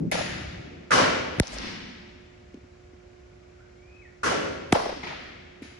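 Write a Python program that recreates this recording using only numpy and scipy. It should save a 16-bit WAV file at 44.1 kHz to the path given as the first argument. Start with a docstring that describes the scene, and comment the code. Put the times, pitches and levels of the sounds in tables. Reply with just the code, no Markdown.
"""Two catches in an indoor batting cage

A pitching machine bangs far off. Half a second later the ball cracks into a leather mitt close by,
and the walls and hall answer. This happens twice; the first crack makes the volume duck briefly.
Spent balls drop on the turf, other lanes knock, and faint squeals glide by.
Behind it all, the vents blow, a motor hums and the machine's wheel whirrs."""
import sys
import numpy as np
from scipy import signal
from scipy.fft import rfft, irfft
from scipy.io import wavfile
from scipy.ndimage import uniform_filter1d, minimum_filter1d

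SR = 44100
rng = np.random.default_rng(int(sys.argv[2]) if len(sys.argv) > 2 else 0)


def wav_out(sig):
    """Save sig, one row per channel (or a flat mono array), as 16-bit PCM at SR to the path in sys.argv[1]."""
    wavfile.write(sys.argv[1], SR, np.round(np.clip(np.atleast_2d(sig).T, -1, 1) * 32767).astype(np.int16))


N = 255339
T = np.arange(N) / SR
TAIL = 2 * SR  # samples set aside for a sound to ring out

# In all names, fade_s is the time to die away by 60 dB and rise_s is the time to build up.
# half_s is about half the length of a brief sound. Levels in dB add to those of the parts they scale.
# how long the hall rings: pitch_hz, fade_s
HALL_FADES = [(80, 2.3), (220, 2.1), (560, 1.66), (1100, 1.465), (2200, 1.78), (5000, 1.28), (10000, 0.76)]
# how alike left and right are in scattered sound (1 is the same): pitch_hz, likeness
LIKENESS = [(60, 1), (150, 0.97), (300, 0.38), (600, -0.5), (1500, 0.13), (3000, 0.1)]
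# scattered treble leans mostly to the left: pitch_hz, left_minus_right_db
TREBLE_LEAN = [(2000, 0.5), (3600, 2.5), (6500, 3), (11000, -2)]
# sound from the side reaches the two channels out of step, one row each: shift_cycles
SIDE_SHIFT = np.array([[0], [.22]])
# tone of the air from the vents: pitch_hz, level_db
VENT_TONE = [(25, -14.5), (72, 2), (120, -8.5), (300, -15.5), (590, -16.5), (890, -23.5), (1400, -24),
             (2200, -26.5), (3500, -33.5), (5700, -34), (7700, -40), (8900, -65.5), (10100, -46),
             (12200, -80.5)]
# steady tones of the motor: pitch_hz, level_db
MOTOR_TONES = [(120, -69), (360.2, -55), (480.3, -78.5), (538.3, -76), (600, -70), (720.8, -71),
               (1443, -76.5)]
# faint far squeals: start_s, length_s, top_hz, drop_octaves, level_db
SQUEALS = [(3.581, .1, 1580, .02, -61), (3.741, .352, 2545, .52, -52)]
# a faint, very high hiss just after each catch: peak_s, level_db, half_s
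HISSES = [(1.497, -52, .06), (4.795, -56, 0.045)]
# knocks in other lanes: start_s, level_db, rise_s, bass_db, treble_db, hollow_hz
KNOCKS = [(0.1139, -26, 0.0037, 0, -6, 635), (5.031, -37, 0.002, -2.5, -27, 900),
          (5.068, -40, 0.0021, -15.5, -27, 960), (5.623, -48.5, 0.0031, -16, -9, 650)]
# tone of a knock in the hall: pitch_hz, level_db
KNOCK_TONE = [(40, -21), (110, -13.5), (170, -5.5), (400, -11.5), (650, -9), (950, -17), (1400, -15),
              (2000, -13.5), (3500, -18), (7000, -19), (8500, -36), (10000, -16.5), (12000, -49.5)]
# a knock's hollow note arrives directly and by three walls: delay_s
HOLLOW_DELAYS = [.009, .042, .078, .099]
# dull booms about the hall: peak_s, pitch_hz, width_hz, level_db, half_s
BOOMS = [(0.038, 193, 330, -26.5, 0.036), (.076, 177.4, 70, -26, 0.015), (.48, 82, 130, -41.5, .14),
         (0.708, 245, 550, -46.5, 0.13)]
# spent balls landing on the turf: start_s, level_db
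BALL_DROPS = [(2.543, -27), (5.62, -24.5)]
# a landing comes back from the nearest walls: delay_s, level_db
DROP_ECHOES = [(.011, -16), (.03, -8.5), (.1, -13)]
# notes of a loose panel: pitch_hz, level_db
PANEL_NOTES = [(307, -4), (409, 0.5), (416, 1), (474, -3.5), (555, -3.5), (635, -8.5)]
# each shot sets the machine's frame ringing: start_s, level_db, rise_s
SHOTS = [(.916, -24, 0.054), (4.235, -32.5, 0.0067)]
# notes of the steel frame: pitch_hz, fade_s, first_shot_db, second_shot_db
FRAME_NOTES = [(254, 1.6, -7, -4), (507, .95, 3, -12), (603, .8, -2, -12), (917, .8, -16, -4),
               (971, .8, 0, -14), (1069, .65, 1, -9), (1098, .6, 2, -4), (1129, .8, -2, 0),
               (1297, .9, -5, -14), (1331, .9, -8, -2), (1360, .8, -4, 1), (1474, .85, -1, -7),
               (1511, .7, -4, -10), (1589, .85, -3, -7), (1643, .8, -7, -6), (1740, .8, -8, -9),
               (1968, .9, -7, -6), (2043, .8, -7, -9), (2277, 1.2, -8, -11), (2682, .8, -11, -12),
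               (2945, .8, -9, -11), (3666, .6, -13, -16)]
# the machine's bangs: start_s, level_db, rise_s, bass_db, clank_db, clank_hz, treble_db
BANGS = [(.906, -25.5, 0.0016, -2, 2, 1426, -1.5), (.914, -18, 0.0091, -13, 9, 1380, -5),
         (.934, -25.5, 0.0022, -6.5, 9.5, 1100, -10), (.981, -21.5, 0.0018, -12.5, 8, 1070, -16),
         (.99, -27, 0.0049, -8.5, 9, 546, -15), (4.231, -25.5, .009, -5.5, 5.5, 1340, 2),
         (4.262, -24.5, 0.0025, -9, 4.5, 1310, -16), (4.313, -31.5, .003, -14, 13, 627, -24),
         (4.448, -45, 0.0026, 7, 14, 1410, 3)]
# tone of a bang in the hall: pitch_hz, level_db
BANG_TONE = [(24, -33.5), (40, -15), (75, -5.5), (328, -0.5), (430, 1.5), (530, 3), (690, -6), (850, -8.5),
             (1090, -8), (1210, -11.5), (1380, -8), (1750, -13.5), (2050, -14.5), (2430, -16.5),
             (2950, -15), (3350, -16.5), (3700, -18), (4200, -16.5), (5800, -13.5), (8700, -26.5),
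             (10800, -23.5), (12200, -89.5)]
# leather creaks as the mitt closes; the 1.433 s row is the first crack clicking back off a near wall: peak_s,
# level_db, pitch_hz, half_s
CREAKS = [(1.386, -48, 5990, 0.00057), (1.433, -19, 4200, 0.0012), (1.472, -19, 5600, 0.0012),
          (1.48, -22, 5600, 0.001), (1.539, -39, 7100, 0.014), (1.586, -24.5, 5130, 0.0011),
          (4.7316, -33, 5900, .0006), (4.736, -29, 8100, 0.00085)]
# echoes of a catch, the far ones weaker and duller: delay_s, level_db, pitch_hz, half_s
WALL_ECHOES = [(.0275, 0, 850, 0.0026), (.0345, 3, 560, .0016), (.044, -6, 620, 0.0014),
               (.066, -19, 700, .002), (.075, -10, 950, 0.0013), (.1345, -8, 640, 0.0024),
               (.1405, -10, 420, .002), (.1695, -7.5, 557, .0022), (.2015, -11.5, 436, .0016),
               (.248, -14, 336, .002)]
# the ball hits the mitt: start_s, crack_db, crack_half_s, thump_db, thump_hz, sag_s, thump_fade_s,
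# slap_db, pop_db, walls_db, hall_db, hall_pop_db
CATCHES = [(1.3994, 11.5, 0.00046, 11.5, 711, 0.0014, 0.076, -13, -7.5, -21.5, -25, -27),
           (4.7259, -15.5, .0006, -3.5, 675, 0.002, 0.039, -17.5, -16.5, -17.5, -33, -21)]
# tone of the leather's crack: pitch_hz, level_db
CRACK_TONE = [(300, -24), (900, -13.5), (1900, 13), (3000, 3), (4200, 2), (6000, 3), (8500, -2),
              (10800, 2.5), (12500, -38.5)]
# tone of the hall's answer to a catch: pitch_hz, level_db
CATCH_HALL_TONE = [(40, -5.5), (100, -8.5), (250, 2.5), (500, -5.5), (900, -7.5), (2000, -3.5), (3500, -6),
                   (5500, -5.5), (8000, -23.5), (10500, -21.5), (12300, -53)]


def undb(db):
    """Turn decibels into a number to multiply by."""
    return 10 ** (np.asarray(db) / 20)


def unit(x):
    """Scale a sound to an average power of 1."""
    return x / np.sqrt(np.mean(x ** 2))


def sides(left_db):
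    """Left and right gains that make the left louder by left_db."""
    return undb(np.array([[.5], [-.5]]) * left_db)


def along(points, f):
    """Read a (pitch_hz, value) table at the pitches f, blending between its rows."""
    hz, value = np.transpose(points)
    return np.interp(np.log(f), np.log(hz), value)


def freqs(size):
    """The pitches, in Hz, that make up a sound of this many samples."""
    return np.maximum(np.fft.rfftfreq(size, 1 / SR), 1)


def resonance(f, hz, width_hz):
    """How something that rings at hz answers each pitch; raising it to a power narrows it."""
    return 1 / (1 + 1j * (f * f - hz * hz) / (f * width_hz))


def fade(t, fade_s):
    """Die away by 60 dB every fade_s."""
    return np.exp(-np.log(1000) * t / fade_s)


def rise(t, rise_s):
    """Build up from 0 towards 1."""
    return 1 - np.exp(-t / rise_s)


def wander(t, points):
    """A wobbly line through a random value at each of the points."""
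    return np.interp(t, points, rng.standard_normal(len(points)))


def add(out, x, start_s):
    """Mix x into out from start_s on."""
    i = int(round(start_s * SR))
    a, b = max(i, 0), min(i + x.shape[-1], N)
    out[:, a:b] += x[..., a - i:b - i]


def add_centred(out, x, middle_s):
    """Mix x into out with its middle at middle_s."""
    add(out, x, middle_s - x.shape[-1] / SR / 2)


def scattered_noise(tone, size):
    """Noise from all around with the given tone; long waves reach both ears alike."""
    f = freqs(size)
    alike = np.clip(along(LIKENESS, f), -1, 1)
    phases = np.exp(2j * np.pi * rng.random((2, len(f))))
    mid, side = phases * tone * np.sqrt([1 + alike, 1 - alike])  # the shared part and the differing part
    spectrum = np.array([mid + side, mid - side]) * sides(along(TREBLE_LEAN, f))
    return unit(irfft(spectrum, size))


def burst(tone_at, half_s):
    """A brief noise that swells and falls in a bell shape."""
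    size = 2 * int(4 * half_s * SR)
    bell = np.exp(-.5 * (T[:size] / half_s - 4) ** 2)
    noise = scattered_noise(tone_at(freqs(size)), size) * bell
    return noise * np.sqrt(np.mean(bell ** 2) / np.mean(noise ** 2))


def add_burst(out, peak_s, db, hz, width_hz, half_s, order=2):
    """Mix in a burst of noise around hz; a higher order keeps it closer to that pitch."""
    noise = burst(lambda f: resonance(f, hz, width_hz) ** order, half_s)
    add_centred(out, undb(db) * noise, peak_s)


def ringing(hz, width_hz, rise_s, fade_s):
    """A noisy note heard through the hall: it swells and dies away."""
    noise = scattered_noise(resonance(freqs(TAIL), hz, width_hz) ** 2, TAIL)
    return noise * fade(T[:TAIL], fade_s) * rise(T[:TAIL], rise_s)


def hall_ring(tone, rise_s, bass_db=0, treble_db=0, fade_share=1, bass_hz=600, treble_hz=6500,
              note_gap_hz=35):
    """The hall's answer to a blow: echoes build up, then each range of pitch dies at its own pace."""
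    f, t = freqs(TAIL), T[:TAIL]
    tilt_db = bass_db / (1 + (f / bass_hz) ** 4) + treble_db / (1 + (treble_hz / f) ** 4)
    # poles and panels ring along, so some pitches stand out by chance
    uneven_db = 2 * wander(f / note_gap_hz, np.arange(len(f)))
    spectrum = rfft(scattered_noise(undb(along(tone, f) + tilt_db + uneven_db), TAIL))
    band_hz, fades_s = np.transpose(HALL_FADES)
    ring = 0
    for weights, fade_s in zip(np.eye(len(band_hz)), fades_s):
        band = irfft(spectrum * along(np.c_[band_hz, weights], f))
        ring = ring + band * fade(t, fade_share * fade_s)
    # early echoes arrive in lumps before they blend
    lumps_db = 0.77 * np.exp(-t / 0.25) * wander(t / .004, np.arange(TAIL))
    return ring * undb(lumps_db) * rise(t, rise_s)


def thump(hz, sag_s, fade_s, contact_s, stop_s=0.029):
    """A padded blow: the padding gives way, halving the pitch in sag_s, until the ball stops."""
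    t = T[:SR // 4]
    cycles = hz * sag_s * np.log1p(t / sag_s)
    stopping = np.exp(-(t / stop_s) ** 4)
    return -np.sin(2 * np.pi * cycles) * fade(t, fade_s) * rise(t, contact_s) * stopping


def vents(level_db=-52.5, lowest_hz=32):
    """Air from the vents rushes softly all around."""
    f = freqs(N)
    tone = undb(along(VENT_TONE, f)) / (1 + (lowest_hz / f) ** 4)
    return undb(level_db) * scattered_noise(tone, N)


def motor_hum(level_db=-4.5, waver_db=1, left_db=-14):
    """A motor hums on the right, each of its tones gently wavering in level."""
    hum = 0
    for hz, db in MOTOR_TONES:
        waver = wander(T, np.linspace(0, T[-1], 20))
        tone = np.sqrt(2) * np.sin(2 * np.pi * (hz * T + rng.random()))
        hum = hum + undb(db + level_db + waver_db * waver) * tone
    return hum * sides(left_db)


def wheel_whirr(level_db=-71, hiss_hz=2250, width_hz=600, turns_per_s=30.3, sharpness=1.1):
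    """The machine's wheel rubs unevenly once a turn, making a light fluttering hiss."""
    turn_number = np.round(turns_per_s * T).astype(int)
    uneven_db = rng.standard_normal(N)[turn_number]
    rub = unit(np.exp(sharpness * np.cos(2 * np.pi * turns_per_s * T)) * undb(uneven_db))
    hiss = scattered_noise(resonance(freqs(N), hiss_hz, width_hz) ** 2, N)
    return undb(level_db) * rub * hiss


def squeals(climb_octaves=0.34, climb_share=0.67, drop_s=0.087, swell_db_per_s=50, edge_s=0.015):
    """Thin, unsteady tones climb, swell and drop at the end, then linger briefly in the hall."""
    out = np.zeros((2, N))
    for start_s, length_s, top_hz, drop_octaves, db in SQUEALS:
        t = T[:int(length_s * SR)]
        to_end_s = length_s - t
        below_top = np.maximum(1 - t / (climb_share * length_s), 0) ** 2
        falling = np.sin(np.pi / 2 * np.clip(1 - to_end_s / drop_s, 0, 1))
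        pitch_hz = top_hz * 2 ** (-climb_octaves * below_top - drop_octaves * falling)
        pitch_hz *= 1 + 0.014 * wander(t, t[::200])
        soft_edges = np.minimum(np.minimum(t, to_end_s) / edge_s, 1)
        flutter_db = 4.5 * wander(t, t[::300])
        level = undb(db - swell_db_per_s * to_end_s + flutter_db) * soft_edges
        add(out, level * np.sin(2 * np.pi * np.cumsum(pitch_hz) / SR), start_s)
    hall = rng.standard_normal((2, SR)) * fade(T[:SR], fade_s=.7)
    lingering = signal.fftconvolve(out, hall / np.linalg.norm(hall[0]), axes=1)[:, :N]
    return undb(-2) * out + lingering


def high_hiss():
    """A faint, very high hiss comes just after each catch."""
    out = np.zeros((2, N))
    for peak_s, db, half_s in HISSES:
        add_burst(out, peak_s, db, hz=9900, width_hz=1500, half_s=half_s)
    return out


def other_lanes(chatter_gap_s=0.0059, chatter_loss_db=2):
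    """Knocks in other lanes chatter, ring hollowly and ping; dull booms roll about the hall."""
    out = np.zeros((2, N))
    for start_s, db, rise_s, bass_db, treble_db, hollow_hz in KNOCKS:
        add(out, undb(db) * hall_ring(KNOCK_TONE, rise_s, bass_db, treble_db), start_s)
        for k in range(3):  # quick taps, each weaker than the last
            tap_s = start_s + 0.00104 + k * chatter_gap_s
            tap_db = db + treble_db + 2.5 - k * chatter_loss_db
            add_burst(out, tap_s, tap_db, hz=8500, width_hz=8500, half_s=.0005)
        for delay_s in HOLLOW_DELAYS:
            add_burst(out, start_s + delay_s, db + bass_db + 0.5, hollow_hz, width_hz=250, half_s=0.005)
        ping = ringing(hz=2145, width_hz=340, rise_s=rise_s, fade_s=0.063)
        add(out, undb(db + 5.5) * ping, start_s)
        # a soft wash of noise swells shortly after each knock
        add_burst(out, start_s + 0.23, db - 16.5, hz=1860, width_hz=930, half_s=0.062)
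    for peak_s, hz, width_hz, db, half_s in BOOMS:
        add_burst(out, peak_s, db, hz, width_hz, half_s, order=4)
    return out * sides(left_db=0.35)


def dropped_balls(bounce_s=.391, bounce_db=-11.5):
    """Spent balls land on the turf with a thud and a tick, echo off the walls and bounce once."""
    out = np.zeros((2, N))
    thud = thump(hz=358, sag_s=0.015, fade_s=0.04, contact_s=0.0017, stop_s=.04)
    for start_s, db in BALL_DROPS:
        add(out, undb(db) * thud, start_s)
        add_burst(out, start_s + .001, db - 24, hz=3000, width_hz=3000, half_s=.0005)
        for delay_s, echo_db in DROP_ECHOES:
            add(out, undb(db + echo_db) * thud, start_s + delay_s)
        if start_s + bounce_s < T[-1]:
            add(out, undb(db + bounce_db) * thud, start_s + bounce_s)
    return out


def loose_panel(start_s=4.328, level_db=-21):
    """A loose panel, shaken by the second shot, drones on; its close notes throb together."""
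    out, t = np.zeros((2, N)), T[:TAIL]
    notes = sum(undb(db) * np.sin(2 * np.pi * (hz * t + rng.random((2, 1)))) for hz, db in PANEL_NOTES)
    add(out, undb(level_db) * notes * fade(t, fade_s=0.74) * rise(t, rise_s=0.15), start_s)
    return out


def frame_ring():
    """The machine's steel frame rings; each shot wakes its own mix of the same notes."""
    out, t = np.zeros((2, N)), T[:TAIL]
    for shot, (start_s, db, rise_s) in enumerate(SHOTS):
        ring = 0
        for hz, fade_s, *shot_db in FRAME_NOTES:
            cycles = hz * t + rng.random() + rng.permutation(SIDE_SHIFT)
            ring = ring + undb(shot_db[shot]) * np.sin(2 * np.pi * cycles) * fade(t, fade_s)
        add(out, undb(db) * ring * rise(t, rise_s), start_s)
    return out


def pitching_machine():
    """The machine bangs and clanks so far off that it is heard through the hall's echoes."""
    out = np.zeros((2, N))
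    for start_s, db, rise_s, bass_db, clank_db, clank_hz, treble_db in BANGS:
        bang = hall_ring(BANG_TONE, rise_s, bass_db, treble_db,
                         fade_share=0.74, treble_hz=4500, note_gap_hz=60)
        clank = ringing(clank_hz, width_hz=0.46 * clank_hz, rise_s=rise_s / 2, fade_s=0.12)
        add(out, undb(db) * bang + undb(db + clank_db) * clank, start_s)
    return out


def leather_creaks():
    """The mitt creaks as it closes on the ball, and the first crack clicks back off a near wall."""
    out = np.zeros((2, N))
    for peak_s, db, hz, half_s in CREAKS:
        add_burst(out, peak_s, db, hz, .45 * hz, half_s, order=3)
    return out


def bass_swell(delay_s=0.17):
    """The thump of a catch wakes the hall's deepest note."""
    out = np.zeros((2, N))
    for start_s, _, _, thump_db, *_ in CATCHES:
        add_burst(out, start_s + delay_s, thump_db - 45, hz=50.4, width_hz=3.3, half_s=.041)
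    return out


def pock(hz, half_s):
    """One hollow echo: a few waves that swell and fall in a bell shape."""
    size = 2 * int(4 * half_s * SR)
    t = T[:size] - size / SR / 2
    bell = np.exp(-.5 * (t / half_s) ** 2)
    return np.sqrt(2) * np.cos(2 * np.pi * (hz * t + SIDE_SHIFT + rng.random())) * bell


def wall_echoes(scatter_db=-8.5, scatter_stretch=2.4):
    """Walls on each side in turn throw a catch back as a pock with weaker, longer scattered noise."""
    out = np.zeros((2, N))
    for start_s, *_, walls_db, _, _ in CATCHES:
        for k, (delay_s, db, hz, half_s) in enumerate(WALL_ECHOES):
            peak_s = start_s + delay_s
            echo = undb(walls_db + db) * pock(hz, half_s)
            add_centred(out, echo[::-1] if k % 2 else echo, peak_s)
            add_burst(out, peak_s, walls_db + db + scatter_db, hz, 2 * hz, scatter_stretch * half_s)
    return out


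def air_puffs(lead_s=0.0085):
    """Air is squeezed from the mitt just before the ball lands, more for a harder catch."""
    out = np.zeros((2, N))
    for start_s, _, _, thump_db, *_ in CATCHES:
        add_burst(out, start_s - lead_s, thump_db - 37, hz=125, width_hz=250, half_s=0.0045)
    return out


def mitt(pocket_hz=649, pocket_width_hz=690):
    """Leather cracks, the fingers slap shut, the mitt's pocket thumps and pops, and the hall answers."""
    out = np.zeros((2, N))
    for (start_s, crack_db, crack_half_s, thump_db, thump_hz, sag_s, thump_fade_s,
         slap_db, pop_db, _, hall_db, hall_pop_db) in CATCHES:
        crack = undb(crack_db) * burst(lambda f: undb(along(CRACK_TONE, f)), crack_half_s)
        slap = undb(slap_db) * burst(lambda f: resonance(f, hz=2330, width_hz=860), half_s=.0019)
        for mid, side in (crack, slap):
            add_centred(out, np.array([mid + side, mid - side]) / np.sqrt(2), start_s)
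        thud = thump(thump_hz, sag_s, thump_fade_s, contact_s=0.0002)
        add(out, undb(thump_db) * thud, start_s + .001)
        pop = burst(lambda f: resonance(f, pocket_hz, pocket_width_hz) ** 2, half_s=0.0022)[0]
        add_centred(out, undb(pop_db) * pop, start_s + 0.0028)
        add(out, undb(hall_db) * hall_ring(CATCH_HALL_TONE, rise_s=0.00785), start_s + .007)
        hall_pop = ringing(pocket_hz, pocket_width_hz, rise_s=0.026, fade_s=0.67)
        add(out, undb(hall_pop_db) * hall_pop, start_s)
    return out


def scene():
    """All the sounds, added together."""
    catches = mitt() + wall_echoes() + air_puffs() + bass_swell()
    shots = pitching_machine() + frame_ring() + loose_panel()
    small_sounds = other_lanes() + dropped_balls() + leather_creaks() + high_hiss() + squeals()
    background = wheel_whirr() + vents() + motor_hum()
    return background + small_sounds + shots + catches


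def duck(x, ceiling_db=-12, recover_db_per_s=78, treble_hz=1500):
    """Turn the volume down just ahead of loud treble, then bring it steadily back."""
    treble = signal.sosfilt(signal.butter(2, treble_hz, "high", fs=SR, output="sos"), x)
    power = uniform_filter1d(np.mean(treble ** 2, axis=0), size=64)
    over_db = np.maximum(10 * np.log10(np.maximum(power, 1e-12)) - ceiling_db, 0)
    duck_db = np.maximum.accumulate(over_db + recover_db_per_s * T) - recover_db_per_s * T
    gain_db = minimum_filter1d(-duck_db, size=220)  # widen the dip so that it starts early
    return x * undb(uniform_filter1d(gain_db, size=80))


def record(dry):
    """Duck the loud crack, round off the tallest peaks and cut the highest treble."""
    peak_limit, top_hz = .75, 11700
    ducked = duck(dry)
    rounded = ducked / (1 + (ducked / peak_limit) ** 4) ** .25
    return signal.sosfilt(signal.ellip(8, .2, 70, top_hz, fs=SR, output="sos"), rounded)


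dry = scene()
out = record(dry)
wav_out(out)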